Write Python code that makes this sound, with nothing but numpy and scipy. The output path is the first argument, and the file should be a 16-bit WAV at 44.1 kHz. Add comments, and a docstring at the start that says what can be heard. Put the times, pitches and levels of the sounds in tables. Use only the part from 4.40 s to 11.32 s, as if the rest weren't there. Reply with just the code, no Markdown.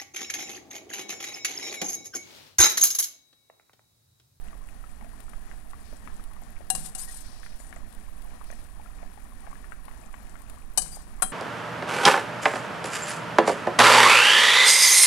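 """Soup seethes in a metal pot on a stove, bubbles plopping over a fine fizz of foam.
Each bubble rings as its film tears. A metal spoon scrapes, knocks and squeaks on the pot,
setting the metal ringing, and a small kitchen answers faintly behind the close sound.
The left microphone hears nearly everything; the right is muffled and rumbles in the moving air."""
import sys
import numpy as np
from scipy import signal
from scipy.fft import rfft, irfft, next_fast_len
from scipy.io import wavfile
from scipy.ndimage import uniform_filter1d

SR = 44100
rng = np.random.default_rng(int(sys.argv[2]) if len(sys.argv) > 2 else 0)


def bounce(signal):
    """Save signal as a 16-bit WAV file at the path given by the first command-line argument."""
    frames = np.transpose(np.atleast_2d(signal))
    limited = np.clip(frames, -1, 1)
    pcm = np.round(limited * 32767).astype(np.int16)
    wavfile.write(sys.argv[1], SR, pcm)


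N = 305172


def amp(db):
    """Decibels to gain."""
    return 10 ** (np.asarray(db) / 20)


def unit(x):
    """Scales to rms 1."""
    return x / np.sqrt(np.mean(x ** 2) + 1e-20)


def read(points, hz):
    """Reads a table along a log-frequency axis."""
    f, value = np.transpose(points)
    return np.interp(np.log(hz + 1), np.log(f + 1), value)


def add(mix, s, sound):
    """Mixes a sound in at s seconds."""
    part = mix[max(round(s * SR), 0):][:len(sound)]
    part += sound[:len(part)]


def excite(hits, response):
    """Every hit sets off the same response."""
    return signal.oaconvolve(hits, response)[:N]


def colour(x, spectrum):
    """Filters by a table of (Hz, dB)."""
    size = next_fast_len(len(x))
    gain = amp(read(spectrum, np.fft.rfftfreq(size, 1 / SR)))
    return irfft(rfft(x, size) * gain, size)[:len(x)]


def noise(spectrum, size=N):
    """Coloured noise of rms 1."""
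    return unit(colour(rng.standard_normal(size), spectrum))


def drift(per_s):
    """Slow random wandering of rms 1."""
    knots = rng.standard_normal(2000)
    return unit(np.interp(np.arange(N) / SR * per_s, np.arange(len(knots)), knots))


def clicks(per_s, spread_db):
    """Random impulses: many small, a few large."""
    chance = rng.random(N) * SR / per_s
    signs = rng.integers(0, 2, N) * 2 - 1
    hit = chance < 1
    out = np.zeros(N)
    out[hit] = signs[hit] * amp(spread_db * np.minimum(-np.log(chance[hit]), 4))
    return out


# The steady bed at the stove. Each row: frequency in Hz, relative density in dB.
SEETHE_SPECTRUM = [(20, 8.5), (100, -7.5), (135, -5.5), (230, 2.5), (340, -9), (530, -11.5), (730, -4.5),
                   (900, -13), (1180, -13.5), (1650, -12), (1870, -8.5), (2050, -18), (3300, -25),
                   (7000, -23.5), (10500, -53), (14000, -44)]
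def seethe(level_db=-49, waver_db=1.36):
    """Pot and stove seethe at a gently wavering level."""
    return noise(SEETHE_SPECTRUM) * amp(level_db + waver_db * drift(per_s=15))


# Air at the right microphone. Each row: frequency in Hz, relative density in dB.
DRAUGHT_SPECTRUM = [(10, 1), (22, -2), (45, -7), (100, -21), (125, -27), (170, -31.5), (320, -44),
                    (750, -51.5), (1500, -57), (2700, -59.5), (4000, -65), (8500, -66.5), (15000, -76.5)]
def draught(level_db=-36):
    """Moving air rumbles on the microphone."""
    return amp(level_db) * noise(DRAUGHT_SPECTRUM)


def bubble(hz, cycles, rise):
    """The cavity under a torn film rings a few cycles, rising in pitch as the hole widens."""
    age = np.arange(3000) / SR * hz / cycles
    turns = cycles * (age + rise * (age - 1 + np.exp(-age)))
    wave = np.sin(2 * np.pi * turns) * np.exp(-age) * (1 - np.exp(-age / 0.11))
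    return wave / abs(wave).max()


def simmer(level_db=-58, per_s=380, build_db_per_s=0.8):
    """Small, quickly damped bubbles murmur across the surface, louder as the soup heats."""
    pitches = np.geomspace(560, 2300, num=28)
    murmur = np.zeros(N)
    for hz in pitches:
        pops = clicks(per_s / len(pitches), spread_db=2.5)
        murmur += excite(pops, bubble(hz, cycles=2.3, rise=0.085))
    heat_db = build_db_per_s * (np.arange(N) - N / 2) / SR
    tone = [(300, 9.5), (550, -14), (750, -2.5), (1100, 6.5), (1800, -8), (2500, 5.5), (6000, -20)]
    return amp(level_db + heat_db) * unit(colour(murmur, tone))


# Foam at the pot's hot wall. Each row: frequency in Hz, relative density in dB.
FOAM_SPECTRUM = [(2000, -1), (4000, -3.5), (6700, -12), (7100, -1.5), (7600, -4.5), (9000, 2), (10800, 3.5),
                 (12500, -5.5), (14300, -12.5), (15500, -7.5)]
# Droplets on that wall. 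Each row: start in seconds, relative level in dB.
DROPLET_SPITS = [(0.8032, -41.5), (0.8942, -42.5), (1.3093, -45), (1.839, -42.5), (1.9343, -46),
                 (3.526, -44), (3.549, -44), (3.82, -43), (4.042, -44), (4.114, -45), (5.453, -42),
                 (6.0981, -38)]
def fizz(level_db=-57, clump_db=1.05, spit_db=1, spit_t60=0.03):
    """Foam fizzes in clumps at the hot wall, and now and then spits a droplet."""
    t = np.arange(600) / SR
    foam = unit(colour(clicks(per_s=3500, spread_db=3.2), FOAM_SPECTRUM))
    out = foam * amp(level_db + 0.77 * drift(per_s=8.3) + clump_db * drift(per_s=110))
    for s, db in DROPLET_SPITS:
        add(out, s, amp(db + spit_db - 60 * t / spit_t60) * noise(FOAM_SPECTRUM, len(t)))
    return out


def crackle(level_db=-62, per_s=110):
    """The larger cells of the foam break one by one, each with a tiny high ping."""
    pitches = np.geomspace(7200, 11800, num=10)
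    pings = np.zeros(N)
    for hz in pitches:
        breaks = clicks(per_s / len(pitches), spread_db=4)
        pings += excite(breaks, pot_walls(bubble(hz, cycles=2.2, rise=0.048)))
    return amp(level_db) * unit(pings)


def pot_walls(x, echo=0.3, scatter_db=-7.5, t60=0.027):
    """Sound from one place on the soup bounces around the pot and off a surface near it."""
    t = np.arange(3000) / SR
    taps = rng.standard_normal(len(t)) * amp(-60 * t / t60) * (t > .001)
    taps *= amp(scatter_db) / np.linalg.norm(taps)
    taps[0] += 1  # straight to the microphone
    add(taps, rng.uniform(0.00701, 0.0072), [echo])
    return excite(x, taps)


def burst(hz, film_db, snap_db=16, snap_hz=1800, tear_s=.003, trail_db=-16, trail_s=0.012):
    """The wet film tears in three quick snaps, the cavity rings, and two small neighbours follow."""
    sound = bubble(hz, cycles=2.55, rise=0.084)
    snap = amp(film_db + snap_db) * bubble(snap_hz, cycles=1.04, rise=0)
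    for k in range(3):
        add(sound, tear_s * k * rng.uniform(0.484, 1) / 2, snap / (1 + k / 2))
    for when, higher in rng.random((2, 2)):
        neighbour = bubble(hz * (1 + higher / 2), cycles=1.4, rise=0.15)
        add(sound, when * trail_s, amp(trail_db) * neighbour)
    wet_lowpass = signal.butter(3, 3300, fs=SR)
    return pot_walls(signal.lfilter(*wet_lowpass, sound))


# Large bubbles on the soup's surface. Each row: start in seconds, relative level in dB,
# nominal pitch in Hz, relative strength of the film's snap in dB.
LARGE_BUBBLES = [(0.083, -45.5, 2800, -15), (0.129, -43, 1140, -17), (0.152, -47, 696, -30),
                 (0.287, -45, 2430, -15), (0.439, -38.5, 1300, -22), (0.61, -47, 1110, -10),
                 (0.622, -45, 820, -23), (0.644, -46.5, 670, -12), (0.664, -47, 660, -22),
                 (0.733, -46.5, 1000, -28), (0.881, -42, 1270, -28), (0.933, -42, 1210, -12.5),
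                 (1.113, -40, 1740, -14), (1.3323, -36.5, 1160, -20), (1.526, -43.5, 610, -29),
                 (1.674, -36, 1270, -12), (1.7949, -40.5, 1280, -29), (1.912, -45, 1100, -22),
                 (1.964, -44, 1140, -26), (2.02, -41, 773, -22), (2.164, -42.5, 2370, -25),
                 (2.205, -38.5, 607, -29), (3.031, -38, 1700, -25), (3.062, -38, 1780, -15),
                 (3.2, -44.5, 724, -14), (3.326, -38.5, 1720, -13), (3.363, -42, 716, -10.5),
                 (3.853, -46, 856, -22), (4.012, -35.5, 1110, -32), (4.101, -38.5, 635, -11.5),
                 (4.125, -41, 700, -14), (4.396, -41.5, 850, -35), (4.459, -42, 1340, -23),
                 (4.628, -39.5, 680, -16), (4.774, -40.5, 787, -22), (4.92, -45.5, 1110, -28),
                 (5.066, -44, 1600, -15), (5.073, -37.5, 774, -22), (5.113, -41.5, 1100, -18),
                 (5.128, -38.5, 1180, -27), (5.154, -44, 1700, -22), (5.242, -42.5, 1410, -13.5),
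                 (5.32, -34, 1530, -16.5), (5.481, -35, 1040, -16.5), (5.512, -46.5, 1400, -10.5),
                 (5.74, -37.5, 1110, -10), (5.954, -43, 1400, -11), (6.46, -45, 1500, -17),
                 (6.569, -36, 740, -29), (6.799, -42, 1150, -17)]
def plops(level_db=4.5, start_pitch=0.96, lag_s=0.001025):
    """Single large bubbles burst; each starts a little under its pitch and rises through it."""
    out = np.zeros(N)
    for s, db, hz, film_db in LARGE_BUBBLES:
        add(out, s + lag_s, amp(db + level_db) * burst(hz * start_pitch, film_db))
    return out


# Steam down under the food. Each row: start in seconds, peak level in dB, starting pitch in Hz.
STEAM_POCKETS = [(.615, -42, 208), (0.651, -46, 258), (1.53, -47.5, 272), (4.106, -46.5, 218)]
def gulps():
    """Big pockets of steam gulp: deep, slow bubbles with no film to snap."""
    out = np.zeros(N)
    for s, db, hz in STEAM_POCKETS:
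        add(out, s, amp(db) * bubble(hz, cycles=7.3, rise=0.12))
    return out


# The metal of spoon and pot. Each row: frequency in Hz, t60 in seconds before t60_factor,
# then relative level in dB when struck at spot 0, at spot 1 and at spot 2.
METAL_MODES = [(162.6, 0.95, -14, -18.5, -30), (212.8, 0.44, -13, -17, -19), (757, 0.12, 8.5, -5, -3),
               (946, 0.069, -8, -14, -3), (1190, 0.045, -12, 1.5, 6.5), (1365, 0.029, -22, -10, 14),
               (1635, 0.067, -3, -7, -6), (1840, 0.057, -10, -14, -6), (2456, 0.061, -15, -9.5, -9.5),
               (2813, 0.079, 2, -40, -36), (3000, 0.065, -40, 2.5, -40), (3200, 0.19, -45, -37, -13.5),
               (3850, 0.065, -10, -3, -32), (4030, 0.089, -7, -18, -10), (4200, 0.037, 2, -3, -30),
               (4867, 0.059, -13, 4, -15), (5310, 0.065, -7, -1, -17), (5600, .07, -16, -5, -28),
               (6050, 0.049, 1, 10, -18), (6240, 0.14, -35, -16, -17), (6500, 0.08, -7, -1, -10),
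               (7220, 0.036, 3.5, 10.5, -22), (7450, 0.044, -2, 6, -16), (7760, 0.052, 7.5, 8.5, -14),
               (8295, 0.062, 8, 9.5, 7.5), (8500, 0.089, -1, 10, -22), (8600, .06, 8, -2, -14),
               (8800, 0.09, -10, 7, 4), (9170, 0.063, 13, 6.5, -14), (9390, 0.053, 4, 11, 5),
               (9770, 0.12, 4, -2, -1), (10120, 0.13, -5, 0, -1), (10370, 0.098, -9, 3, -9),
               (10700, 0.15, -1, 0, -0.5), (11300, 0.11, -4, -11, -17)]
def ring(spot, t60_factor=0.89, blur=0.0047, swell_cycles=5.2):
    """Each mode swells over a few cycles and dies; the chattering contact blurs its pitch."""
    t = np.arange(SR // 3) / SR
    out = np.zeros(len(t))
    for hz, t60, *spot_db in METAL_MODES:
        chatter = unit(uniform_filter1d(rng.standard_normal(len(t)), size=120))
        turns = np.cumsum(hz * (1 + blur * chatter)) / SR + rng.random()
        swell = 1 - np.exp(-t * hz / swell_cycles)
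        decay = amp(spot_db[spot] - 60 * t / (t60 * t60_factor))
        out += swell * decay * np.sin(2 * np.pi * turns)
    return out


def stroke(start, length, db, press_share=0.14, lift_share=0.25, ease_db=6.5):
    """The spoon presses in, eases off as it slides, and lifts."""
    along = np.clip((np.arange(N) / SR - start) / length, 0, 1)
    contact = np.minimum(along / press_share, (1 - along) / lift_share)
    return amp(db - ease_db * along) * np.minimum(1, contact)


# The spoon's edge, then its back, on the pot. Each row: frequency in Hz, relative density in dB.
EDGE_SPECTRUM = [(300, -38), (800, -12), (2000, -27), (3500, -45), (6500, -7), (8500, 2.5), (11000, -1.5),
                 (13000, -13.5), (16000, -33)]
BACK_SPECTRUM = [(300, -17), (1500, -2), (2800, -5), (4000, 1), (5500, 3), (7500, -10.5), (11000, -25),
                 (16000, -38)]
# Strokes across the pot. Each row: start and length in seconds, relative level in dB,
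# tilt from 0 (on the spoon's edge) to 1 (flat on its back).
SPOON_STROKES = [(1.43, 0.18, -57, 1), (2.365, 0.12, -38, 0.11), (2.444, 0.065, -40.5, 0.13),
                 (2.571, 0.1, -34, 0.088), (2.663, 0.19, -40, 0.15), (2.82, 0.27, -50.5, 0.84),
                 (3.02, 0.21, -54.5, .95), (3.185, 0.14, -48, 0.05), (4.04, 0.21, -57.5, 0.92),
                 (6.43, 0.098, -43, 0.089), (6.515, 0.058, -37.5, 0.03), (6.55, 0.12, -52.5, 0.46),
                 (6.68, 0.056, -54, 0.13)]
def scrapes(level_db=0.7, ring_db=-4, judder_db=2, mode_t60=0.022, flare_db=8):
    """Tiny slips ring the crowded modes: bright on the spoon's edge, dull on its back."""
    age = np.arange(900) / SR
    pressure = np.array([stroke(start, length, db) for start, length, db, _ in SPOON_STROKES])
    flat = np.array([tilt for *_, tilt in SPOON_STROKES])
    grit = unit(clicks(per_s=900, spread_db=2.6))
    slips = grit * amp(judder_db * drift(per_s=140))
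    # the contact wanders over the metal, so one mode after another flares up and fades
    body = np.zeros(N)
    for hz in np.linspace(800, 13500, num=30) + rng.uniform(-200, 200, 30):
        mode = np.sin(2 * np.pi * hz * age) * amp(-60 * age / mode_t60)
        body += excite(slips, mode) * amp(flare_db * np.tanh(drift(per_s=55)))
    metal = excite(slips, ring(0) + ring(1))
    tone = [(700, 1), (1200, 11.5), (2000, 8), (3000, -5), (5500, -6), (8300, 2.5), (10500, 8.5)]
    edge = unit(colour(body, EDGE_SPECTRUM)) + amp(ring_db) * unit(colour(metal, tone))
    back = noise(BACK_SPECTRUM)
    return amp(level_db) * (np.sqrt(1 - flat) @ pressure * edge + np.sqrt(flat) @ pressure * back)


# The pot's crowded, well damped modes, one list for each contact spot.
# Each row: frequency in Hz, relative density in dB.
CLATTER_SPECTRA = [
    [(100, -37), (700, -8), (1500, -16.5), (2300, -23), (3400, -17), (4000, -14), (5500, -10.5),
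     (6900, -12), (7700, -1.5), (9000, -12), (11500, -9), (16000, -38)],
    [(100, -57), (700, -1), (1600, -19.5), (2100, -22), (3400, -29), (4300, -6.5), (6600, -11),
     (8300, -12.5), (10700, -6), (13000, -18), (16000, -44)],
    [(100, -30), (500, -9), (1250, -0.5), (2100, -11.5), (3500, -18), (5000, -14), (6800, -14.5), (8200, 2),
     (10500, -2), (13000, -16), (16000, -36)],
]
# Blows of the spoon on the pot. Each row: start in seconds, strength in dB, contact spot 0-2,
# t60 of the clatter in seconds, relative level of the ring in dB.
SPOON_BLOWS = [(2.3014, -19, 0, 0.026, -6.5), (2.3504, -27, 0, 0.043, -8), (2.359, -35.5, 0, 0.035, -7.5),
               (2.459, -38.5, 0, 0.066, -12), (2.5496, -34.5, 0, 0.065, -6), (6.375, -19, 1, 0.042, -7),
               (6.3793, -21, 1, 0.032, -3.5), (6.419, -34, 1, 0.06, -6), (6.8213, -15.5, 2, 0.042, -3.5),
               (6.8275, -20.5, 2, 0.052, -14)]
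def knocks(clatter_db=5, attack_s=0.00015, shimmer_db=-22, shimmer_t60=0.3,
           shudder_db=-29, shudder_t60=0.97):
    """Each blow: clatter, a quickly damped ring, a faint shimmer, the pot shuddering on its grate."""
    out = np.zeros(N)
    t = np.arange(SR // 3) / SR
    attack = 1 - np.exp(-t / attack_s)
    grate = [(110, -47), (150, -1.5), (185, -8.5), (260, -15), (500, -20.5), (2000, -56)]
    for s, db, spot, t60, ring_db in SPOON_BLOWS:
        clatter = noise(CLATTER_SPECTRA[spot], len(t)) * amp(clatter_db - 60 * t / t60)
        shimmer = noise(EDGE_SPECTRUM, len(t)) * amp(shimmer_db - 60 * t / shimmer_t60)
        shudder = noise(grate, len(t)) * amp(shudder_db - 60 * t / shudder_t60)
        add(out, s, amp(db) * attack * (clatter + shimmer + shudder + amp(ring_db) * ring(spot)))
    return out


# The sliding spoon catches on the pot. Each row: start and length in seconds, pitch in Hz, level in dB.
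SPOON_SQUEAKS = [(2.579, 0.035, 4720, -48), (2.581, 0.03, 6640, -43), (2.594, .04, 8250, -41),
                 (2.609, 0.042, 5160, -50), (2.611, 0.033, 9500, -42), (2.672, 0.036, 1880, -45.5),
                 (2.708, .04, 6420, -54), (4.106, 0.014, 6220, -49), (6.513, 0.045, 4760, -46)]
def squeaks(waver=0.0027, rough_db=3):
    """Stick and slip lock briefly onto one rough, unsteady pitch."""
    out = np.zeros(N)
    for s, length, hz, db in SPOON_SQUEAKS:
        size = round(length * SR)
        pitch = hz * (1 + waver * drift(per_s=560)[:size])
        roughness = amp(rough_db * drift(per_s=640)[:size])
        tone = unit(np.sin(2 * np.pi * np.cumsum(pitch) / SR) * roughness)
        add(out, s, amp(db) * tone * signal.windows.tukey(size, .5))
    return out


# The small room around the stove. Each row: frequency in Hz, t60 in seconds.
KITCHEN_DECAY = [(150, 0.71), (800, 0.29), (3000, 0.32), (9000, 0.47), (15000, 0.19)]
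def kitchen(x, delay_s=.006):
    """The nearby walls return a short diffuse tail, each band dying at its own speed."""
    hz, t, bands = signal.stft(rng.standard_normal(SR // 2), SR, nperseg=256)
    decay = amp(-60 * t / read(KITCHEN_DECAY, hz)[:, None]) * (t > delay_s)
    _, tail = signal.istft(bands * decay, SR, nperseg=256)
    return excite(x, tail / np.linalg.norm(tail))


# The muffled microphone on the right. Each row: frequency in Hz, gain in dB.
RIGHT_MIC_RESPONSE = [(100, -23), (760, -30.5), (2000, -41), (5000, -43), (9000, -55), (12000, -44),
                      (15000, -63)]
def scene(soup_room_db=-13, spoon_room_db=-15):
    """Soup and spoon close by, at an open left microphone and a muffled right one."""
    soup = plops() + gulps() + simmer() + fizz() + crackle()
    spoon = knocks() + scrapes() + squeaks()
    left = soup + spoon + seethe() + kitchen(amp(soup_room_db) * soup + amp(spoon_room_db) * spoon)
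    right = colour(left, RIGHT_MIC_RESPONSE) + draught()
    return np.array([left, right])


def record(dry, ceiling=0.66, cutoff_hz=15800):
    """The recorder rounds off the sharpest peaks, then cuts the highest treble."""
    rounded = ceiling * np.tanh(dry / ceiling)
    lowpass = signal.firwin(511, cutoff_hz, window=("kaiser", 9), fs=SR)
    return signal.oaconvolve(rounded, lowpass[None], "same")


dry = scene()
out = record(dry)
bounce(out)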